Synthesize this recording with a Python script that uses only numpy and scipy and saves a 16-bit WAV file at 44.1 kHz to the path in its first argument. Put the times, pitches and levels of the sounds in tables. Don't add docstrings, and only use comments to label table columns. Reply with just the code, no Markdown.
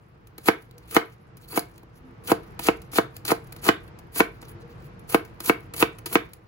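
import sys
import numpy as np
from scipy import signal
from scipy.fft import rfft, irfft
from scipy.io import wavfile
from scipy.ndimage import uniform_filter1d

SR = 44100
rng = np.random.default_rng(int(sys.argv[2]) if len(sys.argv) > 2 else 0)


def gain_from_db(level_db):
    decades = np.asarray(level_db, float) / 20
    return 10 ** decades


def master_out(mix):
    frames = np.transpose(np.atleast_2d(mix))
    ceiling = np.clip(frames, -1, 1)
    pcm = np.round(ceiling * 32767).astype(np.int16)
    wavfile.write(sys.argv[1], SR, pcm)


N = 285327


def curve(table, x):
    rows = np.array(table, float)
    return np.interp(x, rows[:, 0], rows[:, 1])


def over_hz(table, size):
    rows = np.array(table, float)
    bins_hz = np.fft.rfftfreq(size, 1 / SR)
    return np.interp(np.log(bins_hz + 1), np.log(rows[:, 0] + 1), rows[:, 1])


def unit(x):
    return x / np.sqrt(np.mean(x ** 2))


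def unit_energy(x):
    return x / np.sqrt(np.mean(np.sum(x ** 2, axis=1)))


def add(out, sound, start_s):
    i = int(round(start_s * SR))
    out[:, i:i + sound.shape[1]] += sound[:, :N - i]


def walk(rate_hz):
    k = int(SR / rate_hz)
    return unit(uniform_filter1d(uniform_filter1d(rng.standard_normal(N), k), k))


def arch(t, start_s, length_s):
    return np.sin(np.pi * np.clip((t - start_s) / length_s, 0, 1))


def low_pass(x, hz):
    return signal.sosfiltfilt(signal.butter(2, hz, fs=SR, output="sos"), x)


# strike in seconds, blow in dB, hardness in dB per octave above 700 Hz,
# treble crack in dB, weight of the modes below 560 Hz in dB.
STRIKES = [(.4850, 4.5, 2, -19, -1), (0.9652, 4.5, 2.5, -13, -1.5), (1.5748, -1, -2.5, -15.5, -4.5),
           (2.3167, 5, -5.5, -17, -2), (2.6854, 2, 1, -24, 0), (2.9846, 3, 0.5, -22.5, -1.5),
           (3.3175, 2, -4, -17, -3), (3.6887, 2, 4, -23, 0.5), (4.2042, 1, 3.5, -20, 1.5),
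           (5.1450, 3, 0, -13.5, 0), (5.496, 2, 1.5, -19.5, 0), (5.8255, 1.5, 3, -20.5, 0.5),
           (6.1546, -1, 4.5, -29, 3.5)]
# start in seconds, level in dB.
SET_DOWNS = [(1.832, -35.5), (4.4260, -32.5), (4.922, -46), (4.988, -48)]


def knocks():
    tap_hard_db_per_octave = -10
    out = np.zeros((2, N))
    for strike_s, blow_db, hard_db, _, low_db in STRIKES:
        add(out, gain_from_db(blow_db) * board_ring(hard_db, scatter=.17, low_db=low_db), strike_s)
        add(out, gain_from_db(blow_db) * rattle(hard_db), strike_s)
    for start_s, db in SET_DOWNS:
        add(out, gain_from_db(db) * board_ring(tap_hard_db_per_octave, scatter=.17), start_s)
    return signal.sosfilt(signal.butter(2, 90, "high", fs=SR, output="sos"), out)


# nominal Hz, t60 in seconds (before the cap of 75 cycles),
# relative swing at the left port, at the right port; the sign is the side of the nodal line.
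BOARD_MODES = [(135.3, 0.029, -0.21, -0.29), (201.3, 0.048, 0.12, 0.09), (283.5, 0.053, 0.098, 0.012),
               (315.7, 0.036, -0.62, -0.56), (338.3, 0.12, -0.033, -0.069), (425, 0.03, 0.23, -0.32),
               (455.2, 0.244, 0.042, 0.049), (470, 0.04, -0.13, 0.4), (535.6, 0.029, -0.17, -0.2),
               (669, 0.059, -0.16, 0.051), (702.5, 0.25, 0.041, -0.097), (773, 0.013, -1.01, -0.58),
               (854, 0.049, -0.086, 0.074), (946, 0.034, -0.076, -0.14), (1065, 0.094, -0.0056, 0.066),
               (1152, 0.097, 0.033, 0.0086), (1273, 0.012, 0.82, -0.29), (1291.4, 0.026, -0.25, 0.34),
               (1444, 0.124, -0.053, 0.05), (1527, 0.077, -0.0067, -0.12), (1617, 0.013, -0.44, 0.078),
               (1757, 0.009, 0.16, 0.38), (1996, 0.02, -0.12, -0.082), (2168, 0.022, 0.12, -0.089),
               (2194, 0.036, -0.2, 0.029), (2340, 0.016, -0.12, -0.16), (2610, 0.014, -0.19, 0.092),
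               (2940, 0.085, 0.011, -0.013), (2962, 0.023, -0.016, 0.077), (3545, 0.0071, -0.117, -0.078)]


def board_ring(hard_db=0., scatter=0., low_db=0.):
    rise_cycles, right_lag_s = .483, .000186
    hz, t60_s, left, right = np.transpose(BOARD_MODES)
    share_chance, pitch_chance = rng.standard_normal((2, len(hz)))
    octaves = np.maximum(np.log2(hz / 700), 0)
    landing = 1 + scatter * hz / 1000 * share_chance
    share = gain_from_db(hard_db * octaves + low_db * (hz < 560)) * landing
    hz = hz * (1 + 0.052 * scatter * pitch_chance)
    t60_s = np.minimum(t60_s, 75 / hz)
    out = []
    for swing, lag_s in ((left, 0), (right, right_lag_s)):
        t = np.maximum(np.arange(int(.3 * SR))[:, None] / SR - lag_s, 0)
        decay = np.exp(-np.log(1000) * t / t60_s)
        rise = (1 - np.exp(-t * hz / rise_cycles)) ** 2
        modes = decay * np.sin(2 * np.pi * hz * t) * rise
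        out.append(modes @ (swing * share))
    return np.array(out)


def rattle(hard_db):
    rise_ms, fade_ms = 0.78, 8.0
    t_ms = np.arange(int(.12 * SR)) * 1000 / SR
    envelope = (1 - np.exp(-t_ms / rise_ms)) * np.exp(-t_ms / fade_ms)
    noise = rng.standard_normal((2, len(t_ms))) * envelope
    band = signal.butter(2, [900, 4500], "band", fs=SR, output="sos")
    return gain_from_db(-24.0 + 2.16 * hard_db) * signal.sosfilt(band, noise)


# blade enters in seconds, crackle there in dB,
# full bite in seconds, crackle there in dB, coarse tearing below 7 kHz in dB.
STROKES = [(.425, -65, 0.47, -26.5, -1.5), (.875, -58.5, 0.96, -29.5, -1.5), (1.475, -54, 1.555, -32.5, -7),
           (2.237, -55.5, 2.287, -33.5, -1), (2.605, -46, 2.643, -33.5, 2.5),
           (2.915, -49.5, 2.964, -28.5, 1.5), (3.261, -38.5, 3.29, -28.5, 0),
           (3.615, -55, 3.643, -30, -2.5), (4.118, -63, 4.159, -29.5, -4.3),
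           (5.072, -66, 5.097, -35.5, -4.5), (5.42, -52, 5.448, -30.5, -5), (5.75, -51, 5.782, -28, -5.5),
           (6.085, -50.5, 6.137, -28.5, -10)]


def strokes():
    bite_swell_db_per_s = 123
    carried_last_db, carried_db_per_s, carried_least_db = -0.5, 269, -10
    t = np.arange(N) / SR
    air, push, coarse_db = np.zeros((1, N)), np.zeros((1, N)), np.zeros(N)
    for (enter_s, enter_db, full_s, full_db, tear_db), (strike_s, *_) in zip(STROKES, STRIKES):
        on = (t > enter_s) & (t < strike_s)
        db = np.interp(t, [enter_s, full_s], [enter_db, full_db])
        db += bite_swell_db_per_s * np.clip(t - full_s, 0, strike_s - full_s)
        share_db = carried_last_db - carried_db_per_s * (strike_s - t)
        share_db = np.clip(share_db, carried_least_db, carried_last_db)
        air += on * gain_from_db(db)
        push += on * gain_from_db(db + share_db)
        coarse_db += on * tear_db
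    return air * gain_from_db(2.0 * walk(100)), push * gain_from_db(5.9 * walk(100)), coarse_db


# start in seconds,
# level in air in dB, level into the board in dB, fade in ms (in air).
SNAPS = [(0.27, -40, -60, 3.2), (0.38, -28.5, -30, 3.1), (0.4574, -28.5, -31.5, 3), (.6213, -47, -62, 4.6),
         (0.7102, -36.5, -52, 1.5), (0.78, -35, -53, 2.5), (0.909, -31, -38, 3.1), (0.9453, -19, -25, 3.3),
         (1.3687, -41.5, -49, 6.1), (1.5592, -27, -33, 11), (1.5921, -18, -43, 3.3),
         (1.7787, -36, -51, 2.3), (1.83, -47, -44, 3.1), (2.1088, -54, -43, 2.1), (2.2737, -24, -40, 3),
         (2.433, -46, -62, 3), (2.592, -20, -21, 3.9), (2.6668, -17, -18, 1.8), (2.77, -41, -48, 2.7),
         (2.817, -37, -54, 4.6), (2.93, -38, -24.5, 4.14), (2.957, -26.5, -18, 4.6),
         (3.1645, -26, -34, 2.9), (3.25, -20.5, -25, 4.3), (3.279, -20.5, -39.5, 4),
         (3.4431, -51, -61, 2.7), (3.47, -46, -51, 5.1), (3.5229, -26, -35, 3.17), (3.562, -36.5, -40, 4),
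         (3.681, -15, -40, 2), (3.8775, -51, -41, 5.9), (3.9882, -38.5, -43, 4), (4.1573, -36, -27, 3),
         (4.191, -28.5, -38, 2.3), (4.425, -42, -33.5, 4.1), (4.994, -43, -50, 2.9), (5.0933, -33, -48, 2),
         (5.2488, -43, -45, 5.3), (5.4033, -20, -25, 2.7), (5.4589, -20, -31, 3.3),
         (5.6048, -45.5, -40, 2.4), (5.7364, -26.5, -27.5, 5.5), (5.763, -23.5, -31.5, 3.4),
         (5.9847, -31, -34, 3.2), (6.0582, -22, -28.5, 8.5), (6.126, -20, -38, 6.9), (6.333, -32, -55, 3.3)]


def ticks(air, push, lift_after_s, lift_s):
    for start_s, air_db, board_db, fade_ms in SNAPS:
        add(air, gain_from_db(air_db) * burst(fade_ms), start_s)
        add(push, gain_from_db(board_db) * burst(0.87 * fade_ms), start_s)
    for (strike_s, _, _, crack_db, _), (when, size) in zip(STRIKES, rng.random((len(STRIKES), 2))):
        unstick_s = strike_s + lift_after_s + when * lift_s
        add(air, gain_from_db(-58.5 + 6.0 * size) * burst(fade_ms=2.5), unstick_s)
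        add(air, gain_from_db(crack_db) * burst(fade_ms=4.25), strike_s - .001)


def burst(fade_ms, rise_ms=1.52):
    t_ms = np.arange(int(.06 * SR)) * 1000 / SR
    return ((1 - np.exp(-t_ms / rise_ms)) * np.exp(-t_ms / max(fade_ms, .3)))[None]


def onion():
    lift_after_s, lift_s = 0.068, 0.14
    air, push, coarse_db = strokes()
    ticks(air, push, lift_after_s, lift_s)
    ring = unit_energy(board_ring(hard_db=4.0))
    board_grit = grit(900, spread_db=4.7, hiss=0.67)
    carried = signal.fftconvolve(push * board_grit, ring, axes=1)[:, :N]
    shared = patchy(grit(6000, spread_db=5.7, hiss=0.53), 1.8, 110)
    grain = shared + 0.5 * rng.standard_normal((2, N))
    coarse = low_pass(grain, 7000)
    crackle = air * (grain - coarse + gain_from_db(coarse_db) * coarse)
    return through_air(crackle + rubs(lift_after_s, lift_s) + squeak()) + carried


def grit(clicks_per_s, spread_db, hiss):
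    when, sign, chance = rng.random((3, N))
    size = np.minimum(-np.log(1 - chance), 3)
    clicks = (when < clicks_per_s / SR) * np.sign(sign - .5) * gain_from_db(spread_db * size)
    return unit(unit(clicks) + hiss * rng.standard_normal(N))


def patchy(x, patchy_db, rate_hz):
    spectrum = rfft(x)
    octave = np.log2(np.fft.rfftfreq(N, 1 / SR) + 1)
    total = 0
    for center in np.arange(9, 14.6, .5):
        band = np.cos(np.pi * np.clip(octave - center, -.5, .5)) ** 2
        total = total + irfft(spectrum * band, N) * gain_from_db(patchy_db * walk(rate_hz))
    return unit(total)


# start in seconds, length in seconds, level in dB.
SLIDES = [(0.392, 0.048, -52), (0.806, 0.15, -59), (1.097, 0.06, -58), (1.404, 0.064, -52.5),
          (1.738, 0.066, -59), (1.952, 0.043, -56.5), (3.128, 0.055, -56), (3.44, 0.067, -77),
          (3.567, 0.054, -54), (4.406, 0.058, -50.5), (4.459, 0.08, -54), (4.594, 0.044, -59),
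          (4.67, 0.14, -63), (4.784, 0.11, -57.5), (5.394, 0.034, -44), (6.066, 0.042, -43)]


def rubs(lift_after_s, lift_s):
    hiss_db, lift_db = -78.5, -69
    dull_hz, top_db = 7500, -3
    t = np.arange(N) / SR

    def slide(start_s, length_s, db):
        return gain_from_db(db) * np.sin(np.pi * np.clip((t - start_s) / length_s, 0, 1) ** 0.88)

    lifts = gain_from_db(hiss_db) + sum(slide(strike[0] + lift_after_s, lift_s, lift_db) for strike in STRIKES)
    grain = gain_from_db(3.6 * walk(110)) * patchy(grit(1200, spread_db=4.0, hiss=0.61), 4.6, 35)
    dull = low_pass(grain, dull_hz)
    slides = sum(slide(*row) for row in SLIDES)
    return lifts * grain + slides * (dull + gain_from_db(top_db) * (grain - dull))


# start in seconds, length in seconds, mean Hz, mean level in dB.
SQUEAKS = [(1.415, 0.036, 4430, -59.5), (1.477, 0.022, 4400, -55), (1.502, 0.035, 4470, -44),
           (1.535, 0.018, 4600, -42)]


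def squeak():
    t = np.arange(N) / SR
    waver_hz = 70.0 * walk(510)
    waver = 2 * np.pi * np.cumsum(waver_hz) / SR
    flutter_db = 4.1 * walk(200)
    out = np.zeros(N)
    for start_s, length_s, hz, db in SQUEAKS:
        tone = np.sin(2 * np.pi * hz * t + waver)
        out += gain_from_db(db + flutter_db) * arch(t, start_s, length_s) ** 2 * tone
    return out


# Hz, relative level in dB.
WET_COLOUR = [(300, -27.5), (1000, -12.5), (2400, -3.5), (3500, -3), (4400, -1), (5300, -6.5), (6500, -5.5),
              (8300, -6), (9500, -1.5), (11000, 0), (13000, -3), (15300, -1.5), (16500, -0.5)]
# Hz, difference in dB.
PORT_TILT = [(1300, 3.5), (2400, 8.5), (4400, -4.5), (8000, 0.5), (15000, 0)]
# Hz, turn in radians.
PORT_PHASE = [(0, 0), (2700, -3.1), (5000, -4.6), (6800, -5.7), (8700, -3.14), (13600, 3.14), (16000, 6.3)]


def through_air(x):
    colour = gain_from_db(over_hz(WET_COLOUR, N))
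    spectrum = rfft(x) * unit(colour)
    tilt = gain_from_db(over_hz(PORT_TILT, N) / 2)
    turn = np.exp(1j * curve(PORT_PHASE, np.fft.rfftfreq(N, 1 / SR)))
    return irfft(spectrum * np.array([tilt, turn / tilt]), N)


# centre in Hz, t60 in seconds, level in dB (before the sqrt(Hz / SR) weight),
# likeness of the ports from 0 to 1.
ECHO_BANDS = [(190, 0.27, -22, 0.84), (420, 0.26, -10.5, 0.57), (1290, 0.24, -9.5, 0.095),
              (2940, 0.25, -8, 0.29), (5800, 0.18, -10, 0.84), (13000, 0.17, -11.5, .9)]


def kitchen(x):
    gap_ms = 0.89
    t = np.arange(int(.5 * SR)) / SR
    rise = (1 - np.exp(-t * 1000 / gap_ms)) ** 2
    tail = 0
    for hz, t60_s, db, alike in ECHO_BANDS:
        band = signal.butter(2, [hz / 1.55, min(hz * 1.55, .45 * SR)], "band", fs=SR, output="sos")
        shared, left, right = rng.standard_normal((3, len(t)))
        alike = np.clip(alike, 0, 1)
        noise = np.sqrt(alike) * shared + np.sqrt(1 - alike) * np.array([left, right])
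        decay = np.exp(-np.log(1000) * t / t60_s)
        response = signal.sosfilt(band, noise) * decay * rise
        tail = tail + gain_from_db(db) * unit_energy(response) * np.sqrt(hz / SR)
    return signal.fftconvolve(x, tail, axes=1)[:, :N]


# Hz, relative level in dB.
HUM_COLOUR = [(15, -43.5), (25, -20.5), (49, -5), (76, -10.5), (118, -2.5), (286, -20), (340, -11.5),
              (385, -21.5), (469, -12.5), (517, -22), (1190, -23), (2560, -33.5), (3360, -41), (5110, -45),
              (9000, -62), (11700, -83), (19800, -120)]
# Hz, correlation (clipped to -0.95 .. 0.99).
HUM_LIKENESS = [(60, 0.99), (130, 0.88), (290, 0.72), (640, -0.12), (1410, -0.23), (3100, 0.071),
                (6820, -0.04), (15000, 0.09)]
# time in seconds, level in dB.
HUM_LEVEL = [(0.0, -53), (0.5, -50.5), (1.91, -49), (2.5, -44), (5.4, -45.5), (6.25, -45), (6.47, -51)]
# start in seconds, length in seconds, Hz, mean level in dB.
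HUM_TONES = [(0.726, 0.15, 483, -57.5), (1.915, 0.26, 257, -53), (2.135, .15, 470, -54),
             (4.5, 0.13, 340, -58), (4.6, 0.14, 476, -53), (4.875, 0.18, 190, -47.5)]


def hum():
    t = np.arange(N) / SR
    alike = np.clip(over_hz(HUM_LIKENESS, N), -.95, .99)
    colour = gain_from_db(over_hz(HUM_COLOUR, N))
    mid = irfft(rfft(rng.standard_normal(N)) * colour * np.sqrt(1 + alike), N)
    side = irfft(rfft(rng.standard_normal(N)) * colour * np.sqrt(1 - alike), N)
    level = gain_from_db(curve(HUM_LEVEL, t) + .8 * walk(8))
    out = unit(np.array([mid + side, mid - side])) * level
    for start_s, length_s, hz, db in HUM_TONES:
        tone = np.sin(2 * np.pi * hz * t)
        out += gain_from_db(db + 5.5 * walk(30)) * arch(t, start_s, length_s) * tone
    return out


def scene():
    near = knocks() + onion()
    return near + kitchen(near) + hum()


def band_limit(x):
    return signal.sosfilt(signal.butter(12, 17000, fs=SR, output="sos"), x)


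def record(dry):
    bass_hz, top_hz, peak_knee = 35, 15800, 0.86
    dry = signal.sosfilt(signal.butter(2, bass_hz, "high", fs=SR, output="sos"), dry)
    soft = dry / (1 + np.abs(dry / peak_knee) ** 4) ** 0.28
    finished = signal.sosfilt(signal.ellip(10, .2, 60, top_hz, fs=SR, output="sos"), soft)
    return band_limit(finished)


dry = scene()
out = record(dry)
master_out(out)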